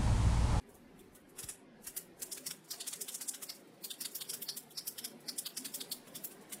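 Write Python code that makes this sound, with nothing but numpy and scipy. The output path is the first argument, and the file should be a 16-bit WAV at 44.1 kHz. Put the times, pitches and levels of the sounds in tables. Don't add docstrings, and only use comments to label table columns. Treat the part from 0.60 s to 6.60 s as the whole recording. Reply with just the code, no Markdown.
import sys
import numpy as np
from scipy import signal
from scipy.fft import rfft, irfft
from scipy.io import wavfile
from scipy.ndimage import uniform_filter1d, minimum_filter1d, map_coordinates

SR = 44100
rng = np.random.default_rng(int(sys.argv[2]) if len(sys.argv) > 2 else 0)


def unload_wav(signal):
    wavfile.write(
        sys.argv[1],
        SR,
        np.round(np.clip(np.atleast_2d(signal).T, -1, 1) * 32767).astype(np.int16),
    )


def voltage_ratio(decibels):
    exponent = np.asarray(decibels, float) / 20
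    return 10 ** exponent


N = 264600

# (frequency [Hz], density [dB per Hz])
RUMBLE_SPECTRUM = [(12, -17), (25, 20), (45, 10), (70, 12), (110, 12), (200, -18)]
# (frequency [Hz], density [dB per Hz])
VENT_SPECTRUM = [(53, -57), (90, -20), (162, -3.5), (251, -5), (402, -4.5), (437, -3), (572, -6),
                 (622, -14), (676, -6), (1260, -15.5), (1620, -14), (1790, -14), (3510, -24), (5000, -27.5),
                 (6500, -36), (11000, -120)]
# (frequency [Hz], density [dB per Hz])
HISS_SPECTRUM = [(2500, -3.5), (4000, 0), (7000, -7.5), (11000, -5.5), (13000, -18), (16000, -13.5)]
# (frequency [Hz], width [Hz], height [dB])
DUCT_MODES = [(219, 123, -1.5), (255.8, 31, 0), (341.3, 54, -4.5), (391.3, 23, 3), (566, 76, -6)]
# (time [s], level [dB])
HANDLING_LEVEL = [(0, -70.5), (.45, -66.5), (.7, -80), (.9, -70), (1.08, -81), (1.3, -74), (1.7, -78),
                  (1.85, -98), (3, -106), (4.4, -85), (4.7, -97), (5.3, -78), (5.75, -90), (6, -78)]
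# (time [s], level [dB])
VENT_LEVEL = [(0, -59.5), (.5, -60), (2.2, -59.5), (4.2, -59.5), (4.7, -57), (4.95, -59.5), (5.3, -55),
              (5.75, -56.5), (6, -56.5)]
# (time [s], hiss level [dB])
GATE_LEVEL = [(0, -68), (.9, -74), (1.2, -66), (1.9, -61), (6, -51.5)]
# (time [s], frequency [Hz], level [dB])
ENGINE_TRACK = [(0, 139, -82), (.2, 152.4, -82), (.35, 149.4, -87), (3.3, 137.2, -93.5), (3.7, 145, -75),
                (4.2, 153.2, -72), (4.5, 150.8, -79), (4.8, 150, -77), (5.099, 160.2, -71.5),
                (5.35, 170.7, -70), (5.6, 186.5, -81), (5.8, 200.2, -72), (6, 212, -61)]
# (multiple [1], level [dB])
ENGINE_ORDERS = [(1, 3), (1.5, -2.5), (2, -30), (3, -7)]
# (time [s], level [dB], frequency 4.4 ms in [Hz])
HAND_JOLTS = [
    (0.836, -42, 148),
    (1.27, -54, 120),
]
# (start [s], end [s], frequency [Hz])
WHISTLE_TONES = [(1.27, 1.55, 13953), (1.6, 1.69, 13953), (1.62, 1.69, 15332), (1.75, 1.83, 15332),
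                 (2.61, 2.67, 13953), (2.61, 2.86, 12576), (2.61, 2.74, 15332), (2.8, 3.33, 15332),
                 (2.9, 3.28, 13953), (3.31, 3.42, 12576), (3.38, 3.97, 15332), (4.27, 4.3, 15332),
                 (4.69, 4.85, 15332), (4.97, 5.2, 15332), (5.32, 5.96, 15332)]
# (frequency [Hz], density [dB per Hz])
SPRING_SPECTRUM = [(2000, -40), (5500, -0.5), (6500, -1.5), (7100, 1), (11000, 0), (12500, 0.5),
                   (15500, -2.5)]
# (time [s], brightest frequency [Hz])
PEN_TILT = [(0, 10450), (1.5, 10200), (1.8, 8150), (2.55, 8500), (3.1, 9100), (3.9, 10800), (4.4, 11800),
            (5.1, 8960), (5.65, 10170), (6, 8600)]
# (time [s], spring level [dB])
THUMB_RUBS = [(0.021, -76), (.099, -63.5), (0.151, -62.5), (0.4, -63), (0.557, -57), (0.7, -64.5),
              (1.246, -52), (1.601, -56), (1.666, -62), (1.752, -51), (1.82, -81), (2.052, -64),
              (2.096, -64), (2.184, -58), (2.314, -49), (2.361, -51), (2.527, -49.5), (2.954, -55),
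              (3.005, -70), (3.081, -71.5), (3.145, -75), (3.52, -56), (4.115, -55), (4.611, -61.5),
              (4.669, -64), (5.481, -57), (5.719, -53), (5.82, -62.5), (5.905, -60.5)]
# (frequency [Hz], width [Hz])
BARREL_MODES = [(3450, 930), (4570, 766), (5400, 970)]
# (frequency [Hz], density [dB per Hz])
KNOCK_SPECTRUM = [(250, -11.5), (700, -6.5), (1500, -1.5), (2300, -1), (2900, -2.5), (4000, -8.5),
                  (7000, -34)]
# (time [s], knock [dB], low mode [dB], middle mode [dB], high mode [dB])
GRIP_SCUFFS = [
    (.4, -76, -71, -90, -87),
    (.56, -84, -66.5, -83, -87),
    (4.115, -80, -65, -83, -85),
    (4.611, -92, -89, -81, -88),
    (5.479, -64, -73, -84, -80),
    (5.719, -66, -72, -73, -74),
]
# (time [s], spring [dB], barrel [dB], roll [third turns], sheen [dB])
DRY_CLICKS = [(0.794, -40.5, -54, 3.3, -5), (.896, -38, -64.5, 4, -11), (1.275, -40.5, -56, 2.5, -1.5),
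              (1.374, -38, -53, 2.6, 2), (1.627, -38, -56, 1.9, -1.2), (1.78, -47, -58, 1.6, 1),
              (1.913, -43, -51.5, 0.47, 2), (2.142, -51, -51, 2.4, -3), (2.279, -37.5, -48, 1.5, 0),
              (2.336, -43, -48.5, 1.6, -7), (2.49, -40, -48, 0.67, 1.5), (2.619, -39.5, -47, 2.44, -3),
              (2.747, -46, -50.5, 0.47, -1.5), (2.831, -39.5, -57.5, 0.52, 2.5),
              (3.742, -39, -46.5, 3.22, 1.5), (5.057, -39, -44.5, 1.6, 0.5), (5.931, -40.5, -54, 1.3, 1.5)]
# (time [s], spring [dB], barrel [dB], roll [third turns], sheen [dB])
HOLLOW_CLICKS = [(1.871, -37.5, -43.5, 2.7, 1), (2.212, -42, -41.5, 1.62, -8), (2.9, -46, -40.5, 2.58, 1.5),
                 (3.416, -38.5, -42.5, 2.7, 4.5), (3.457, -40.5, -43, 1.55, -7),
                 (3.617, -43, -41.5, 1.43, 2), (3.895, -44, -34, 2.3, -5), (4.451, -40.5, -41.5, 3.24, -3),
                 (4.692, -43.5, -38, 2.5, -5.5), (4.867, -42, -39.5, 1.53, 5.5),
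                 (4.978, -38.5, -42, 3.06, -2), (5.214, -41.5, -42, 1.57, -2)]
# (time [s], spring [dB], barrel [dB], roll [third turns], sheen [dB])
FREE_CLICKS = [(.838, -45, -52, 3.3, -1.5), (1.726, -38, -48, 3.22, -3), (2.116, -38.5, -39, 2.63, 5),
               (2.417, -37.5, -49.5, 3.35, 0), (2.55, -38.5, -61.5, 4, -3), (2.688, -34.5, -63, 4, -8),
               (3.249, -40.5, -46.5, 1.92, 5.5), (3.312, -42.5, -41.5, 1.28, -5),
               (3.557, -37, -46, 3.05, 5), (3.701, -38.5, -40.5, 3.22, -6), (3.827, -39, -53, 3.6, 9),
               (3.975, -39.5, -48, 3.4, 0), (4.184, -45.5, -36.5, 2.6, -6), (4.279, -36.5, -45.5, 2.77, 0),
               (4.389, -44.5, -45, 0.54, -1.5), (4.789, -37, -46.5, 3.3, -6),
               (5.15, -36.5, -44.5, 3.26, 5.5), (5.323, -38, -41.5, 1.64, 2), (5.56, -42, -46, 3.44, 1),
               (5.648, -37, -67, 2.1, 9.5)]

SPAN_SAMPLES, LEAD_SAMPLES = 12288, 3072
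HARD_DB = -43


def unit(x):
    return x / np.sqrt(np.mean(x ** 2, -1, keepdims=True) + 1e-20)


def along(points, hz):
    f, v = np.transpose(points)
    return np.interp(np.log(hz + 1), np.log(f + 1), v)


def over_time(rows, s):
    return np.interp(s, *np.transpose(rows))


def wobble(rate_hz):
    knots = rng.standard_normal(int(N * rate_hz / SR) + 4)
    return map_coordinates(knots, [np.arange(N) * rate_hz / SR])


def coloured(x, gain):
    n = x.shape[-1]
    return unit(irfft(rfft(x) * gain(np.fft.rfftfreq(n, 1 / SR)), n))


def peak(hz, centre_hz, width_hz, db):
    return 1 + voltage_ratio(db) / (1 + (2 * (hz - centre_hz) / width_hz) ** 2)


def lumpy(x, depth_db):
    z = signal.stft(x, nperseg=2048)[2]
    field = uniform_filter1d(rng.standard_normal(z.shape), size=3, axis=0)
    field = uniform_filter1d(field, size=4, axis=1)
    return unit(signal.istft(z * voltage_ratio(depth_db * field / field.std()), nperseg=2048)[1][:N])


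def room():
    t = np.arange(N) / SR

    def noise(spectrum):
        return coloured(rng.standard_normal(N), lambda f: voltage_ratio(along(spectrum, f)))

    def duct(f):
        return np.prod([peak(f, hz, width_hz, db) for hz, width_hz, db in DUCT_MODES], axis=0)

    rumble_db = over_time(HANDLING_LEVEL, t) + 2.2 * wobble(5.8) + 1.5 * wobble(6.1)
    rumble = voltage_ratio(rumble_db) * noise(RUMBLE_SPECTRUM)
    vent_db = over_time(VENT_LEVEL, t) + 0.4 * wobble(7.9)
    vent = voltage_ratio(vent_db) * lumpy(coloured(noise(VENT_SPECTRUM), duct), depth_db=3.5)
    hiss_db = over_time(GATE_LEVEL, t) - 16.5 + 1.5 * wobble(9.1)
    return rumble + vent + voltage_ratio(hiss_db) * noise(HISS_SPECTRUM)


def engine():
    s, hz, db = np.transpose(ENGINE_TRACK)
    t = np.arange(N) / SR
    speed_hz = np.interp(t, s, hz) * (1 + 0.0121 * wobble(3.2))
    phase = 2 * np.pi * np.cumsum(speed_hz) / SR
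    orders = np.zeros(N)
    for multiple, order_db in ENGINE_ORDERS:
        orders += voltage_ratio(order_db + 4.3 * wobble(17)) * np.sin(multiple * phase + 0.98 * wobble(10))
    return voltage_ratio(np.interp(t, s, db)) * orders


def hand():
    t = np.arange(N) / SR
    out = np.zeros(N)
    for s, db, hz in HAND_JOLTS:
        u = np.maximum(t - s, 0)
        phase = 2 * np.pi * hz * 0.0117 * np.log(1 + u / 0.0073)
        sagging = np.sin(phase + 0.56 * wobble(91.3))
        out += voltage_ratio(db) * sagging * (1 - np.exp(-u / .003)) * np.exp(-u / .017)
    return out


def shape(t, rise_s, fall_s, lead_db, room_db, t60_s):
    blow = np.exp(-np.where(t < 0, np.abs(t / (1.22 * rise_s)) ** 3, (t / fall_s) ** 2))
    decay = voltage_ratio(room_db - 60 * t / t60_s) / (1 + np.exp(-t / 0.0084))
    lead_in = voltage_ratio(lead_db) * np.exp(-(t / 0.035) ** 4) * (t < 0)
    return np.sqrt(blow + decay ** 2 + lead_in ** 2)


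def rattle(draws, gain, uneven_db, ragged_db):
    noise, size, colour = draws.transpose(1, 0, 2)
    hard = 1 + 2 * (size > 2.5)
    fast_db = 0.8 * uneven_db * unit(uniform_filter1d(size, size=40))
    slow_db = 0.73 * unit(uniform_filter1d(size, size=500))
    ticks = noise * hard * voltage_ratio(fast_db + slow_db)
    ragged = voltage_ratio(ragged_db * unit(uniform_filter1d(colour, size=50)))[:, :SPAN_SAMPLES // 2 + 1]
    return coloured(ticks, lambda f: gain(f) * ragged)


def place(s, rows):
    at = np.round(s * SR).astype(int) + np.arange(SPAN_SAMPLES)
    line = np.bincount(at.ravel(), rows.ravel(), N + 2 * SPAN_SAMPLES)
    return line[LEAD_SAMPLES:LEAD_SAMPLES + N]


def spring():
    events = [(s, db, row[-1]) for s, db, *row in DRY_CLICKS + HOLLOW_CLICKS + FREE_CLICKS]
    events += [(s, db, 0) for s, db in THUMB_RUBS]
    s, db, sheen_db = np.transpose(events)[:, :, None]
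    t = (np.arange(SPAN_SAMPLES) - LEAD_SAMPLES) / SR
    draws = rng.standard_normal((len(s), 3, SPAN_SAMPLES))
    bright_hz = over_time(PEN_TILT, s) * (1 + 0.01 * draws[:, 0, :1])

    def gain(f):
        sheen = voltage_ratio(sheen_db / (1 + (11750 / (f + 1)) ** 40))
        return voltage_ratio(along(SPRING_SPECTRUM, f)) * peak(f, bright_hz, 6700, 8.1) * sheen

    zing = rattle(draws, gain, 1.9, 1.9)
    lead_db = -16 - 0.36 * (db - HARD_DB) - 4.5
    after_db = -9.5 - 0.084 * (db - HARD_DB) + 3.5
    stretch = 1 + 0.011 * np.maximum(HARD_DB - db, 0)
    return place(s, voltage_ratio(db) * zing * shape(t / stretch, 0.0055, 0.0084, lead_db, after_db, 0.22))


def blows():
    sides = len(BARREL_MODES)
    roll_depth_db = 10.5

    def facing(db, roll):
        return [db - roll_depth_db * (1 - np.cos(2 * np.pi * (roll - k) / sides))
                for k in range(1, sides + 1)]

    rows = []
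    for clicks, knock_db in ((DRY_CLICKS, -54.5), (HOLLOW_CLICKS, -55)):
        rows += [(s, knock_db, *facing(db, roll)) for s, _, db, roll, _ in clicks]
    for s, spring_db, db, roll, _ in FREE_CLICKS:
        knock_db = -59 - 0.46 * (spring_db - HARD_DB)
        rows.append((s, knock_db, *facing(db, roll)))
    return rows + GRIP_SCUFFS


def barrel():
    s, knock_db, *mode_db = np.transpose(blows())[:, :, None]
    t = (np.arange(SPAN_SAMPLES) - LEAD_SAMPLES) / SR
    draws = rng.standard_normal((len(s), 3, SPAN_SAMPLES))
    knock = rattle(draws, lambda f: voltage_ratio(along(KNOCK_SPECTRUM, f)), 0.93, 2.5)
    hits = voltage_ratio(knock_db + 0.5) * knock * shape(t, 0.008, 0.0082, -13, -8.5, 0.44)
    for db, (hz, width_hz) in zip(mode_db, BARREL_MODES):
        ring = rattle(draws, lambda f: 1 / (1 + np.abs(2 * (f - hz) / width_hz) ** 3), 2.0, 1.5)
        hits += voltage_ratio(db) * ring * shape(t, 0.0063, 0.007, -25, -7, 0.19)
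    return place(s, hits)


def scene():
    return (barrel() + spring() + hand() + room() + engine())[None]


def starved(x, mottle_db, mask_db, quiet_db):
    hz, _, z = signal.stft(x, SR, nperseg=1024)
    band = (np.log(1 + hz / 4000) * 30).astype(int)
    hz = hz[:, None]
    power = np.array([np.mean(np.abs(z[band == k]) ** 2, 0) for k in range(band[-1] + 1)])
    level_db = 10 * np.log10(power + 1e-20)
    luck = uniform_filter1d(rng.standard_normal(power.shape), size=2, axis=1) * 2 ** .5

    core = (hz > 1800) & (hz < 6900)
    loudest_db = -minimum_filter1d(minimum_filter1d(-level_db, size=13, axis=0), size=3, axis=1)
    masked = (level_db < loudest_db - mask_db + 3 * luck)[band] & core
    threshold_db = quiet_db + (hz - 13000) / 350
    faint = ((level_db - 1.5 * luck)[band] < threshold_db) & (hz > 12500)

    gain = voltage_ratio(mottle_db * luck[band] * np.where(core, 1, .6) * (hz > 900))
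    gain = gain * np.where(masked, .12, 1) * np.where(faint, .03, 1)
    seam = voltage_ratio(-3 * np.exp(-((hz - 12370) / 250) ** 2))
    gain = gain * (hz < 15800) * seam
    return signal.istft(z * gain, SR, nperseg=1024)[1][:N]


def whistles(x):
    t = np.arange(N) / SR
    band = signal.butter(4, [12000, 15500], "bandpass", fs=SR, output="sos")
    top = signal.sosfilt(band, x)
    treble = np.sqrt(np.abs(uniform_filter1d(top ** 2, size=500)))
    tones = sum(np.sin(2 * np.pi * hz * t) * ((t > a) & (t < b)) for a, b, hz in WHISTLE_TONES)
    return voltage_ratio(-12) * treble ** .85 * tones * voltage_ratio(1.4 * wobble(25))


def roll_off(x):
    return signal.sosfilt(signal.butter(12, 15840, fs=SR, output="sos"), x)


def record(dry):
    thinned = starved(dry[0], mottle_db=1.5, mask_db=20.0, quiet_db=-108.5)
    mix = (thinned + whistles(dry[0]))[None]
    return roll_off(mix)


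dry = scene()
out = record(dry)
unload_wav(out)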